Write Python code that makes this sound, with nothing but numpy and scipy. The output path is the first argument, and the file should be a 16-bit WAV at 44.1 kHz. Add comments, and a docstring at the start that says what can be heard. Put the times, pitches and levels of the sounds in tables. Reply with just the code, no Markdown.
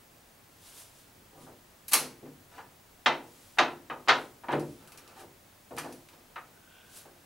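"""A spanner knocks loudly as it loosens the hinge bolts of a raised steel car bonnet in a tin-walled shed.
The loose bonnet bumps, a bolt scrapes in its thread and steel clicks on steel. Each contact rings
the same panel and walls: the shorter the contact, the brighter the sound. A mechanic's sleeve rubs
over faint rumble and hiss, and near the end a thin, far-off whistle swells and fades."""
import sys
import numpy as np
from scipy import signal
from scipy.fft import rfft, irfft
from scipy.io import wavfile
from scipy.ndimage import uniform_filter1d

SR = 44100
rng = np.random.default_rng(int(sys.argv[2]) if len(sys.argv) > 2 else 0)


def unload_audio(sound):
    """Save the sound as a 16-bit wav file, at the path given as the first command line argument."""
    columns = np.transpose(np.atleast_2d(sound))
    # keep every value between -1 and 1, then stretch to whole-number steps
    steps = np.round(np.clip(columns, -1, 1) * 32767)
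    wavfile.write(sys.argv[1], SR, steps.astype(np.int16))


N = 319725
RING_SIZE = 32768  # samples in the ring of one contact
TIME, HZ = np.arange(N) / SR, np.fft.rfftfreq(N, 1 / SR)
RING_TIME, RING_HZ = np.arange(RING_SIZE) / SR, np.fft.rfftfreq(RING_SIZE, 1 / SR)


def gain_of(db):
    """Turns decibels into a number to multiply by."""
    return 10 ** (np.asarray(db) / 20)


def evened(x):
    """Scales a signal to an average size (rms) of one."""
    return x / np.sqrt(np.mean(x ** 2) + 1e-20)


def read(points, hz):
    """Reads between (pitch, value) points, along straight lines on a scale of octaves."""
    pitches, values = np.transpose(points)
    return np.interp(np.log(hz + 1), np.log(pitches + 1), values)


def bell(x, centre, width):
    """A smooth hill, one high at its centre."""
    return np.exp(-.5 * ((x - centre) / width) ** 2)


def add(mix, start_s, sound):
    """Adds a two-channel sound to the mix."""
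    part = mix[:, round(start_s * SR):][:, :sound.shape[1]]
    part += sound[:, :part.shape[1]]


def filtered(x, gain):
    """Turns each pitch up or down, with nothing sounding before the hit (minimum phase)."""
    cepstrum = irfft(np.log(np.maximum(gain, 1e-5)))
    half = len(cepstrum) // 2
    cepstrum[1:half] *= 2
    cepstrum[half + 1:] = 0
    return irfft(rfft(x) * np.exp(rfft(cepstrum)))


def coloured(pair, colour, width):
    """Sets the tone of a pair: mid (what both ears share) and side (what sets them apart)."""
    mid_db = read(colour, HZ)
    shaped = irfft(rfft(pair) * gain_of([mid_db, mid_db + read(width, HZ)]), N)
    return shaped / shaped[0].std()


def narrow_noise(pitch_hz, width_hz):
    """Noise close to one pitch: the narrower it is, the slower it wavers."""
    return evened(irfft(rfft(rng.standard_normal(N)) * bell(HZ, pitch_hz, width_hz), N))


# Tone of the background: pitch_hz, level_db (in all tables, a level compares a row with the others)
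AIR_COLOUR = [(12, -55), (20, -6), (70, -7), (103, -2), (124, -5.5), (270, -7.5), (310, -9.5), (713, -11),
              (914, -12.5), (1110, -14.5), (1270, -14.5), (3970, -20.5), (15000, -22.5)]
# Stereo width of the background: pitch_hz, side_against_mid_db
AIR_WIDTH = [(60, -29), (180, -12), (550, -3.5), (1650, -2.5), (4970, -6), (15000, -11)]
# A distant hum and a high whine: pitch_hz, width_hz, level_db
AIR_TONES = [(93, 6, -77), (15625, 70, -74)]
def air(level_db=-59):
    """The shed's quiet rumble and a hiss, with a wavering hum and a thin whine."""
    out = gain_of(level_db) * coloured(rng.standard_normal((2, N)), AIR_COLOUR, AIR_WIDTH)
    for pitch_hz, width_hz, db in AIR_TONES:
        out[0] += gain_of(db) * narrow_noise(pitch_hz, width_hz)
    return out


def slips(per_s, spread_db):
    """Rubbing surfaces catch and let go in tiny, random slips of uneven size."""
    size = gain_of(spread_db * np.minimum(rng.exponential(1, N), 4)) * rng.choice([-1, 1], N)
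    return evened(size * (rng.random(N) < per_s / SR))


def swell(peak_s, length_s, rise_share, shape):
    """Loudness that rises to a peak and falls; shape 1 is pointed, 2 is rounded."""
    t = TIME - peak_s
    slope_s = length_s * np.where(t < 0, rise_share, 1 - rise_share)
    return np.exp(-abs(t / slope_s) ** shape)


# Stereo width of the sleeve and the metal sounds: pitch_hz, side_against_mid_db
WORK_WIDTH = [(100, -22.5), (350, -21), (700, -14.5), (1500, -13), (3000, -11), (6000, -9), (14000, -8)]
# Tone of rubbing cloth, and of its fizz when fast: pitch_hz, level_db
SLEEVE_COLOUR = [(300, -3.5), (1000, 1), (2000, -5), (3200, 1.5), (6000, 0.5), (9800, 1.5), (12500, -3),
                 (15500, -17)]
FIZZ_COLOUR = [(300, -45), (5000, -24), (8000, -1), (10000, 0), (13000, -4), (16000, -10)]
# The sleeve rubs along the car's wing: peak_s, level_db, length_s
RUBS = [(0.678, -54, 0.14), (0.797, -50, 0.15), (0.987, -59.5, 0.18), (1.432, -59, 0.11),
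        (3.427, -60, 0.51), (4.204, -57.5, 0.19), (4.706, -62, 0.35), (5.207, -54.5, 0.067),
        (5.876, -61, 0.33), (6.974, -49.5, 0.11)]
def sleeve(body_db=-1, fizz_db=-3, fast_rub_db=-50):
    """Cloth fibres catch and let go as the arm moves; a fast rub adds a crisp fizz."""
    slow, fast = np.array([[slips(per_s=9000, spread_db=2) for _ in range(2)] for _ in range(2)])
    moves = [gain_of(db) * swell(peak_s, length_s, rise_share=0.5, shape=1.22)
             for peak_s, db, length_s in RUBS]
    rubbing = np.sqrt(sum(move ** 2 for move in moves))
    speed = rubbing / gain_of(fast_rub_db)
    body = gain_of(body_db) * coloured(slow, SLEEVE_COLOUR, WORK_WIDTH)
    fizz = gain_of(fizz_db) * speed * coloured(fast, FIZZ_COLOUR, WORK_WIDTH)
    return rubbing * (body + fizz)


def ring_shape(pitch_hz, ring_s, build_cycles=4.55, late_share=0.77):
    """A ring builds over a few cycles, so low notes bloom late; it fades 60 dB in ring_s."""
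    build = 1 - late_share * np.exp(-RING_TIME * pitch_hz / build_cycles)
    return build * gain_of(-60 * RING_TIME / ring_s)


def ringing_notes(table):
    """Struck steel sounds several fading notes at once, each with its own phase in mid and side."""
    phases = rng.random((len(table), 2, 1))
    return sum(gain_of(db) * ring_shape(hz, ring_s) * np.sin(2 * np.pi * (hz * RING_TIME + phase))
               for (hz, db, ring_s), phase in zip(table, phases))


# The bonnet's own notes: pitch_hz, level_db, ring_s
BONNET_NOTES = [(149, -20, .48), (253, -21.5, .5), (287, -28, .48), (349, -20.5, .48), (410, -28, .38),
                (473, -21, .36), (521, -21.5, .32), (600, -29, .25), (655, -28, .25), (723, -25, .28),
                (767, -23, .28), (815, -28, .3), (888, -24, .28), (930, -22, .26), (978, -21.5, .26),
                (1060, -28, .23), (1178, -19, .22), (1216, -21, .19), (1254, -26, .22), (1346, -23, .21),
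                (1450, -26, .22), (1514, -22, .19), (1675, -22, .2), (1810, -24, .18), (1922, -27, .21),
                (2400, -26, .2), (2740, -25, .16), (3010, -26, .18), (3880, -21, .2), (4560, -22, .19)]
def bonnet():
    """The steel panel rings with the same notes whatever hits it."""
    return ringing_notes(BONNET_NOTES)


# Pitches where the panel moves less at the hinge: pitch_hz, width_hz, level_db
DEAD_SPOTS = [(100, 15, -7), (191, 6.5, -3.5), (386, 4, -21.5), (552, 29, -1.5), (1172, 20, -13.5),
              (1557, 4.7, -14), (2170, 21, -2.5), (2244, 135, -0.5), (3390, 45, -5), (3986, 220, 0),
              (5300, 71, -3.5)]
# How long panel and shed ring when nothing damps them: pitch_hz, ring_s
RING_TIMES = [(120, 0.8), (320, 0.59), (600, 0.4), (1000, 0.33), (2200, 0.35), (4000, 0.29), (6000, 0.34),
              (12000, .23)]
def washes(count, treble_damping=0, level_db=-1, cluster_db=3.5, early_db=-2.5, early_s=0.014):
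    """Countless panel notes and wall echoes blur into a wash of fading noise, one for each contact."""
    # the high notes bunch into clusters, new ones at each contact
    clusters = evened(uniform_filter1d(rng.standard_normal((count, 1, len(RING_HZ))), size=44))
    ripple_db = cluster_db * clusters * RING_HZ / (RING_HZ + 700)
    dips_db = sum(db * bell(RING_HZ, hz, width_hz) for hz, width_hz, db in DEAD_SPOTS)
    spectrum = rfft(rng.standard_normal((count, 2, RING_SIZE))) * gain_of(level_db + dips_db + ripple_db)
    centres_hz = np.geomspace(100, 14000, 11)
    ring_times = read(RING_TIMES, centres_hz) / (1 + treble_damping * centres_hz / (centres_hz + 3000))
    wash = 0
    for hz, ring_s, this_band in zip(centres_hz, ring_times, np.eye(len(centres_hz))):
        band = irfft(spectrum * read(np.c_[centres_hz, this_band], RING_HZ))
        wash += band * ring_shape(hz, ring_s)
    early_boost = 1 + gain_of(early_db) * np.exp(-RING_TIME / early_s)
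    return wash * early_boost


def strike(ring, colour, bass_db, contact_ms, bass_hz=430, steepness=4.88):
    """One hit: a heavier one moves more panel and adds bass, a longer one loses treble."""
    force = gain_of(read(colour, RING_HZ) + bass_db / (1 + (RING_HZ / bass_hz) ** 2))
    dulling = np.sqrt(1 + (RING_HZ / 1000 * contact_ms) ** steepness)
    return filtered(ring, evened(force / dulling))


# Tone of a bump's push: pitch_hz, level_db
BUMP_COLOUR = [(40, -30.5), (100, -8), (150, -8), (190, -10), (260, -4), (400, -5), (750, -7.5),
               (1300, -17), (3000, -20), (12000, -16)]
# The bonnet bumps on its hinge: start_s, level_db, contact_ms
BUMPS = [(1.155, -57.5, 4.7), (1.391, -53, 3.9), (1.487, -54, 1), (2.01, -42, 1.6), (2.226, -44, 2.9),
         (2.254, -52.5, 0.52), (4.533, -29, 1.56), (5.215, -51, 0.83), (5.7077, -41.5, 0.92),
         (5.745, -43, 3.9), (5.844, -39, 0.57), (6.13, -57, 0.27), (7.05, -52.5, 0.65)]
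def bumps(panel, bass_db=-4.5):
    """The loose bonnet settles with dull, booming bumps."""
    out = np.zeros((2, N))
    for (start_s, db, contact_ms), wash in zip(BUMPS, washes(len(BUMPS))):
        add(out, start_s, gain_of(db) * strike(panel + wash, BUMP_COLOUR, bass_db, contact_ms))
    return out


# Tone of one slip of the thread: pitch_hz, level_db
SCRAPE_COLOUR = [(100, -10.5), (280, 0.5), (550, 0), (1000, 0.5), (1500, -1), (2200, -9), (3000, -9),
                 (4500, -14.5), (12000, -20)]
# Turns of a bolt: start_s, length_s, level_db, contact_ms
SCRAPES = [(1.335, 0.079, -53.5, 1.33), (2.523, 0.058, -51, 0.12), (4.777, 0.35, -58, 0.3),
           (5.179, 0.021, -44.5, 0.2)]
def scrapes(panel, fade_in_s=0.015, fade_out_s=0.0053):
    """A turning bolt slips in its thread and each slip rings the bonnet; slow slips sound dull."""
    out = np.zeros((2, N))
    for (start_s, length_s, db, contact_ms), wash in zip(SCRAPES, washes(len(SCRAPES))):
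        ring = strike(panel + wash, SCRAPE_COLOUR, bass_db=1.5, contact_ms=contact_ms)
        t = TIME - start_s
        turning = np.exp(np.minimum(t, 0) / fade_in_s - np.maximum(t - length_s, 0) / fade_out_s)
        friction = gain_of(db) * turning * slips(per_s=510, spread_db=4.5)
        out += signal.oaconvolve(friction[None], ring / np.linalg.norm(ring[0]), axes=1)[:, :N]
    return out


# The spanner's own notes: pitch_hz, level_db, ring_s
SPANNER_NOTES = [(1180, -3, .17), (1365, -6, .15), (1508, -1, .16), (1809, -2, .15), (2096, -2, .16),
                 (2590, -7, .21), (4560, -14, .2), (5140, -15, .17), (5690, -15, .25), (6215, -18, .2)]
def spanner():
    """The small steel tool rings high and briefly."""
    return ringing_notes(SPANNER_NOTES)


def snap(db, fade_s=0.00107):
    """The brief, dry noise of the contact itself."""
    return gain_of(db) * np.exp(-RING_TIME / fade_s) * rng.standard_normal((2, RING_SIZE))


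# Tone of a knock's push: pitch_hz, level_db
KNOCK_COLOUR = [(50, -40.5), (140, -11), (190, -19.5), (260, -5.5), (480, -1.5), (800, 4.5), (1250, 3),
                (1900, -1.5), (2700, -2.5), (3900, -4.5), (5000, -12.5), (6400, -16.5), (8200, -25.5),
                (15000, -30.5)]
# The spanner knocks on the bolts: start_s, level_db, bass_db, spanner_ring_db, spot_pitch_hz
KNOCKS = [(1.467, -49, 3, -30, 785), (2.582, -43, -8, -22, 1000), (3.0598, -16, 2, -16, 3260),
          (3.572, -41, -4, -20, 1200), (3.5852, -15.5, -5.5, -32, 930), (3.5878, -20, 10.5, -26, 1260),
          (3.8993, -32, 10.5, -23, 1240), (4.076, -29, 6, -24, 1170), (4.084, -15.5, -7, -7.5, 1230),
          (4.0912, -17.5, -2, -2, 1515), (4.436, -42.5, 4, -25, 915), (4.485, -28.5, 22.5, -39, 960),
          (4.507, -29.5, 19, -12, 525), (4.527, -26.5, 20.5, -27, 463), (5.776, -36.5, -13, -5, 3100),
          (6.3587, -37.5, -11, -14, 1250)]
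def knocks(panel, blow_db=-3.5, spanner_db=-3, spanner_top_hz=4000, spot_db=5, spot_octaves=0.061):
    """A bolt lets go in jerks that ring spanner and bonnet; the hand's grip damps the treble."""
    out = np.zeros((2, N))
    gripped = filtered(spanner(), 1 / np.sqrt(1 + (RING_HZ / spanner_top_hz) ** 4))
    firm_db, firm_contact_ms = -18, 0.18
    damped_washes = washes(len(KNOCKS), treble_damping=0.43)
    for (start_s, db, bass_db, ring_db, spot_hz), wash in zip(KNOCKS, damped_washes):
        # 13 dB softer, or 43 dB more bass, makes the contact twice as long and so duller
        contact_ms = firm_contact_ms * 2 ** ((firm_db - db) / 13 + bass_db / 43)
        blow = strike(panel + wash + snap(db=2, fade_s=0.0012), KNOCK_COLOUR, bass_db, contact_ms)
        # the spot that is hit favours one pitch
        spot = bell(np.log2(RING_HZ + 1), np.log2(spot_hz), spot_octaves)
        blow = filtered(blow, gain_of(blow_db + spot_db * spot))
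        add(out, start_s, gain_of(db) * (blow + gain_of(ring_db + spanner_db) * gripped))
    return out


# Tone of a click's push: pitch_hz, level_db
CLICK_COLOUR = [(60, -64), (150, -16.5), (300, -4.5), (520, -8), (850, 1), (1450, 2), (1900, -2), (2550, 4),
                (3200, -3), (4400, 0.5), (7200, -1), (9000, 3), (11200, 7), (15500, -2.5)]
# Steel clicks on steel: start_s, level_db, bass_db, contact_ms
CLICKS = [(1.8812, -42, -17, .02), (1.914, -40.5, 14, .063), (1.92, -34.5, -1, 0.13),
          (1.9326, -19.5, 3.5, 0.086), (4.52, -53, 0, 0.15), (4.596, -54, 0, 0.13), (4.875, -61.5, -6, .11),
          (4.92, -56, 7, .12), (4.975, -54, -8, 0.14), (5.077, -58.5, 5, 0.16), (5.766, -51.5, 9, 0.11),
          (5.782, -41, 5, 0.11), (5.925, -56.5, -15, 0.11), (6.088, -61, 5, .16)]
def clicks(panel, level_db=0.5, spanner_db=-15, snap_even_db=-40, snap_slope=0.65):
    """Hard, light contacts: a short snap, then a bright splash off spanner, panel and walls."""
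    out = np.zeros((2, N))
    steel = panel + gain_of(spanner_db) * spanner()
    for (start_s, db, bass_db, contact_ms), wash in zip(CLICKS, washes(len(CLICKS))):
        ring = steel + wash + snap(snap_slope * (snap_even_db - db))  # lighter clicks are more snap
        click = strike(ring, CLICK_COLOUR, bass_db, contact_ms, bass_hz=1490)
        add(out, start_s, gain_of(db + level_db) * click)
    return out


def whistle(peak_s=6.79, length_s=0.58, level_db=-61, pitch_hz=1510, rise_hz_per_s=160, rasp_db=2):
    """A far-off, fluttering tone rises slightly; a rasp an octave up comes out at its loudest."""
    flutter, roughness = narrow_noise(0, width_hz=80), narrow_noise(0, width_hz=480)
    phase = 2 * np.pi * np.cumsum(pitch_hz + rise_hz_per_s * (TIME - peak_s)) / SR
    effort = swell(peak_s, length_s, rise_share=0.49, shape=1.4)
    tone = effort * flutter * np.sin(phase)
    rasp = gain_of(rasp_db) * effort ** 4 * roughness * np.sin(2 * phase)
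    return gain_of(level_db) * (tone + rasp)


def scene(left_db=0.2):
    """Mixes the work at the hinge with the background, a little left of centre."""
    panel = bonnet()
    mid, side = knocks(panel) + bumps(panel) + clicks(panel) + scrapes(panel)
    side = irfft(rfft(side) * gain_of(read(WORK_WIDTH, HZ)), N)
    mid, side = np.array([mid, side]) + sleeve() + air()
    mid = mid + whistle()
    return np.array([(mid + side) * gain_of(left_db), (mid - side) * gain_of(-left_db)])


def record(dry):
    """Cuts away the very highest treble."""
    low_pass = signal.firwin(767, cutoff=15900, window=("kaiser", 9), fs=SR)
    return signal.oaconvolve(dry, low_pass[None], "same", axes=1)


dry = scene()
out = record(dry)
unload_audio(out)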